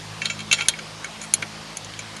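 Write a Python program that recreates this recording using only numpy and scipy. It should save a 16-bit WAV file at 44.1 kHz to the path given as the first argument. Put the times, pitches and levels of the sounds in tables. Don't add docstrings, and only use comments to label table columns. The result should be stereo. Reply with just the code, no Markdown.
import sys
import numpy as np
from scipy import signal
from scipy.fft import next_fast_len
from scipy.io import wavfile
from scipy.ndimage import uniform_filter1d

SR = 44100
rng = np.random.default_rng(int(sys.argv[2]) if len(sys.argv) > 2 else 0)


def wav_record(signal):
    frames = np.transpose(np.atleast_2d(signal))
    bounded = np.clip(frames, -1, 1)
    quanta = np.round(bounded * 32767).astype(np.int16)
    wavfile.write(sys.argv[1], SR, quanta)


N = 97020
EVENT_T = np.arange(SR // 3) / SR


def amp(db):
    return 10 ** (np.asarray(db) / 20)


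def unit(x):
    return x / np.sqrt(np.mean(x ** 2) + 1e-20)


def decay(t, t60_s):
    return np.exp(-np.log(1000) * t / t60_s)


def read(curve, hz):
    f, value = np.transpose(curve)
    return np.interp(np.log(hz + 1), np.log(f + 1), value)


def add(mix, start_s, sound):
    part = mix[:, round(start_s * SR):][:, :sound.shape[1]]
    part += sound[:, :part.shape[1]]


def eq(x, curve):
    size = next_fast_len(x.shape[-1] + 4096)
    log_gain = np.log(amp(read(curve, abs(np.fft.fftfreq(size, 1 / SR)))))
    response = np.exp(signal.hilbert(log_gain).conj())
    return np.fft.ifft(np.fft.fft(x, size) * response).real[..., :x.shape[-1]]


def stereo(a, b, correlation):
    mid, side = a * np.sqrt((1 + correlation) / 2), b * np.sqrt((1 - correlation) / 2)
    return np.array([mid + side, mid - side])


# f/Hz, relative level/dB
HISS_EQ = [(20, -39), (38, -32), (55, -19), (85, -12), (130, -11), (180, -8.5), (250, -15.5), (350, -11.5),
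           (830, -11), (1180, -10.5), (1400, -13.5), (2500, -13.5), (4700, -14.5), (6800, -20.5),
           (7900, -25), (9000, -24.5), (11500, -32.5), (12500, -40)]
# f/Hz, level/dB
HISS_WIDTH = [(60, -14), (300, -24), (600, -13), (900, -9.5), (2600, -10), (3600, -6), (4800, -36),
              (11000, -34)]

def hiss(level_db=-38.5, drift_db=1.42):
    hz = np.fft.rfftfreq(2048, 1 / SR)
    mid_re, mid_im, side_re, side_im, drift = rng.standard_normal((N // 512 + 5, len(hz), 5)).T
    drift = uniform_filter1d(drift, size=24, axis=0)
    drift = unit(uniform_filter1d(drift, size=8, axis=1))
    mid = mid_re + 1j * mid_im
    side = (side_re + 1j * side_im) * amp(read(HISS_WIDTH, hz))[:, None]
    spectra = np.array([mid + side, mid - side]) * amp(read(HISS_EQ, hz)[:, None] + drift_db * drift)
    bed = signal.istft(spectra, nperseg=2048, noverlap=1536)[1][:, :N]
    return amp(level_db) * unit(bed)


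# t/s, rotation f/Hz, then level/dB before trim of orders 2, 3 and 4
ENGINE_CURVES = [(0.0, 52.04, -49, -45, -67), (0.1, 52.76, -41.5, -43.5, -65), (0.24, 53, -47, -44, -45),
                 (0.51, 52.55, -45, -44, -45), (0.67, 52.82, -50.5, -47.5, -56),
                 (0.8, 52.65, -66, -46.5, -45.5), (0.94, 53, -45.5, -47.5, -60.5),
                 (1.19, 53.2, -68, -50, -47.5), (1.4, 53.32, -45, -47, -46.5),
                 (1.73, 53.5, -61, -48.5, -51.5), (1.83, 53.06, -48, -48, -62), (1.98, 53.7, -47, -49, -54),
                 (2.13, 53.47, -49, -52, -52.5), (2.2, 53.5, -55, -50, -48)]
# order, level/dB before trim
STEADY_ORDERS = [(1, -59.5), (5, -59.5), (6, -60)]

def engine(trim_db=-0.5):
    times, *curves = np.transpose(ENGINE_CURVES)
    hz, *levels = [np.interp(np.arange(N) / SR, times, curve) for curve in curves]
    turns = np.cumsum(hz) / SR
    hum = np.zeros(N)
    for order, db in list(enumerate(levels, 2)) + STEADY_ORDERS:
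        hum += amp(db + trim_db) * np.sin(2 * np.pi * (order * turns + rng.random()))
    return np.sqrt(2) * hum


# f/Hz, relative level/dB
RUSTLE_EQ = [(100, -22), (300, -4), (420, -3), (700, -6.5), (1500, -22), (6000, -30)]
# t/s, length/s, level/dB at the top of the swell
RUSTLE_CUES = [(.2, .14, -53), (.58, 0.094, -47), (1.31, .19, -46)]

def rustles():
    track = np.zeros((2, N))
    for start_s, length_s, db in RUSTLE_CUES:
        rub = unit(eq(rng.standard_normal((1, len(EVENT_T))), RUSTLE_EQ))
        swell = np.sin(np.pi * np.minimum(EVENT_T / length_s, 1))
        add(track, start_s, amp(db) * rub * swell)
    return track


def ring(modes, spread_rad=0.2, spread_below_hz=4200):
    sound = np.zeros((2, len(EVENT_T)))
    for hz, db, t60_s in modes:
        skew = rng.choice([-1, 1]) * spread_rad / (1 + (hz / spread_below_hz) ** 4)
        phase = 2 * np.pi * (hz * EVENT_T + rng.random())
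        sound += amp(db) * decay(EVENT_T, t60_s) * np.sin([phase + skew, phase - skew])
    return sound


# f/Hz, relative level/dB
CRACK_EQ = [(100, -28), (420, -12), (700, -4), (1000, -14.5), (1500, 1), (4200, 3), (5200, -5.5),
            (6700, 3.5), (7900, -6.5), (8600, 4.5), (11000, -15.5)]
# f/Hz, relative level/dB, t60/s
DAMPED_MODES = [(1570, -20.5, .025), (2250, -10.5, 0.039), (2450, -21, .045), (3165, -10.5, 0.019),
                (4270, -14.5, 0.023), (6310, -10, 0.023), (6655, -18, 0.026), (7013, -11, 0.023),
                (8860, -24, 0.015), (9020, -27.5, 0.027), (10470, -5.5, .018), (10900, -16, 0.017)]
# f/Hz, relative level/dB, t60/s
LOOSE_MODES = [(2675, -15.5, .08), (5539, -28, .2), (6325, -26, .11), (7052, -20, .15)]
# f/Hz, relative level/dB, t60/s
CALIPER_MODES = [(1394, -28, .085), (1570, -29, .05), (2275, -19, .09), (2433, -23, .11), (3172, -21, .12),
                 (3235, -22, .14), (3790, -22, .07), (4020, -16, .085), (4230, -24, .06), (10530, -31, .07)]
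FORCE_BANDS = [2300, 3700, 6600, 10500]
# t/s, attack/s, crack t60/s, then relative level/dB of loose ring, caliper and each force band
CLINK_CUES = [(0.2175, 0.0019, 0.028, 4, -7, -7.5, -13, -21, -34),
              (.255, 0.002, 0.038, -2.5, -1.5, -11.5, -2, -14, -19),
              (.2988, .0035, .034, 4, 0, -8, -14, -12, -27), (.39, 0.0025, .03, 0, 5.5, -23, -26, -22, -31),
              (.404, 0.0012, .025, 0, 0.5, -20, -21, -26, -29.5),
              (.512, 0.0039, 0.018, 5, -12, 2.5, 2, -6.5, -18),
              (0.5268, 0.00036, 0.062, -8, -2, -4, 1, -2, -8.5),
              (0.5857, 0.0021, 0.02, -15, 5, -10, -27, -27, -30),
              (0.6076, 0.0025, 0.018, 1, -4.5, -4.5, -6.5, -15, -33),
              (.6212, 0.00053, .022, -12, -6, -16, -19, -25, -27),
              (0.6843, 0.0006, 0.032, -24, -3, -5.5, 0.5, 0.5, -0.5),
              (.737, 0.0017, 0.023, -19, -12, -12, -22, -40, -40),
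              (0.7884, .002, .03, -9, -8, -10.5, -22, -21.5, -35),
              (1.0435, .003, 0.023, -16, -4.5, -7.5, -22.5, -14, -23.5),
              (1.2143, 0.0016, .03, -1, 2, -25, -29, -15, -30),
              (1.236, .003, .02, -14, -1, -19, -31, -29, -30),
              (1.3383, 0.00018, 0.015, -32, -11, -11, -6, 2, 3),
              (1.4232, .0005, 0.019, -20, -9, -18, -15, -22, -30),
              (1.4252, 0.0015, 0.037, -18, -18, -7.5, -16, -27, -28),
              (1.7703, 0.00027, 0.016, -28, -18, -26, -23, -11, -18),
              (1.8464, 0.00025, 0.023, -22, -16, -33, -27, -21, -33.5),
              (1.9371, 0.000794, .02, -6, -8, -25, -20, -38, -42),
              (1.99, 0.0031, 0.02, -7.5, -8, -13.5, -18, -13.5, -22.5),
              (2.166, .0005, .02, -11, -1.5, -31, -29, -22.5, -29.5)]

def clinks(crack_db=-8.5, detune=0.013):
    track = np.zeros((2, N))
    for start_s, attack_s, crack_t60_s, loose_db, caliper_db, *force_db in CLINK_CUES:
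        noise = stereo(*rng.standard_normal((2, len(EVENT_T))), correlation=0.99)
        crack = amp(crack_db) * unit(eq(noise, CRACK_EQ)) * decay(EVENT_T, crack_t60_s)
        gripped = [(hz * (1 + detune * rng.uniform(-1.12, 1)), db, t60) for hz, db, t60 in DAMPED_MODES]
        click = crack + ring(gripped)
        tail = amp(loose_db) * ring(LOOSE_MODES) + amp(caliper_db) * ring(CALIPER_MODES)
        attack = np.minimum(EVENT_T / attack_s, 1)
        add(track, start_s, eq((click + tail) * attack, list(zip(FORCE_BANDS, force_db))))
    return track


# f/Hz, level/dB
ARCH_EQ = [(500, 0), (2400, -10), (4200, -3.5), (6300, -14.5), (10500, -12.5)]

def wheel_arch(source, predelay_s=0.0042, t60_s=0.048):
    t = np.arange(SR // 10) / SR
    taps = rng.standard_normal((2, len(t))) * (rng.random((2, len(t))) < 0.1)
    taps = stereo(*taps, correlation=0.52) * (t > predelay_s) * decay(t, t60_s)
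    response = eq(taps / np.linalg.norm(taps[0]), ARCH_EQ)
    return signal.fftconvolve(source, response, axes=1)[:, :N]


# t/s, length/s, then relative level/dB of each force band
SCRAPE_CUES = [(.246, 0.017, -26, -32, -35.5, -48), (.565, 0.059, -25, -35, -36.5, -46),
               (.648, 0.021, -30.5, -44, -45, -49), (1.215, 0.045, -39.5, -49, -39, -40.5)]

def scrapes(slips_per_s=6900, ring_db=1):
    track = np.zeros((2, N))
    t = EVENT_T
    for start_s, length_s, *force_db in SCRAPE_CUES:
        slips = rng.standard_normal(len(t)) * (rng.random(len(t)) < slips_per_s / SR)
        slips *= np.sqrt(abs(np.sin(np.pi * np.minimum(t / length_s, 1))))
        steel = ring(DAMPED_MODES) + ring(CALIPER_MODES)
        body = signal.fftconvolve(slips[None], steel, axes=1)[:, :len(t)]
        grit = unit(eq(slips, CRACK_EQ))
        slide = unit(grit + amp(ring_db) * unit(body))
        slide *= np.sqrt(length_s / t[-1])
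        add(track, start_s, eq(slide, list(zip(FORCE_BANDS, force_db))))
    return track


def scene(pan_db=0.5):
    steel = (clinks() + scrapes()) * amp([[-pan_db], [pan_db]])
    hand = rustles()
    return steel + wheel_arch(steel) + hand + hiss() + engine()


# f/Hz, level/dB
SIDE_EQ = [(200, -9.5), (700, -5.5), (1200, 2.5), (3000, 4.5), (4200, 5.5), (5200, -21), (7000, -4),
           (9000, -16), (12000, -15)]

def record(dry, ceiling=0.92, cutoff_hz=12100):
    mid = dry.mean(0)
    side = eq((dry[0] - dry[1]) / 2, SIDE_EQ)
    clipped = np.clip([mid + side, mid - side], -ceiling, ceiling)
    lowpass = signal.firwin(511, cutoff_hz, window=("kaiser", 9), fs=SR)
    return signal.oaconvolve(clipped, lowpass[None], "same", axes=1)


dry = scene()
out = record(dry)
wav_record(out)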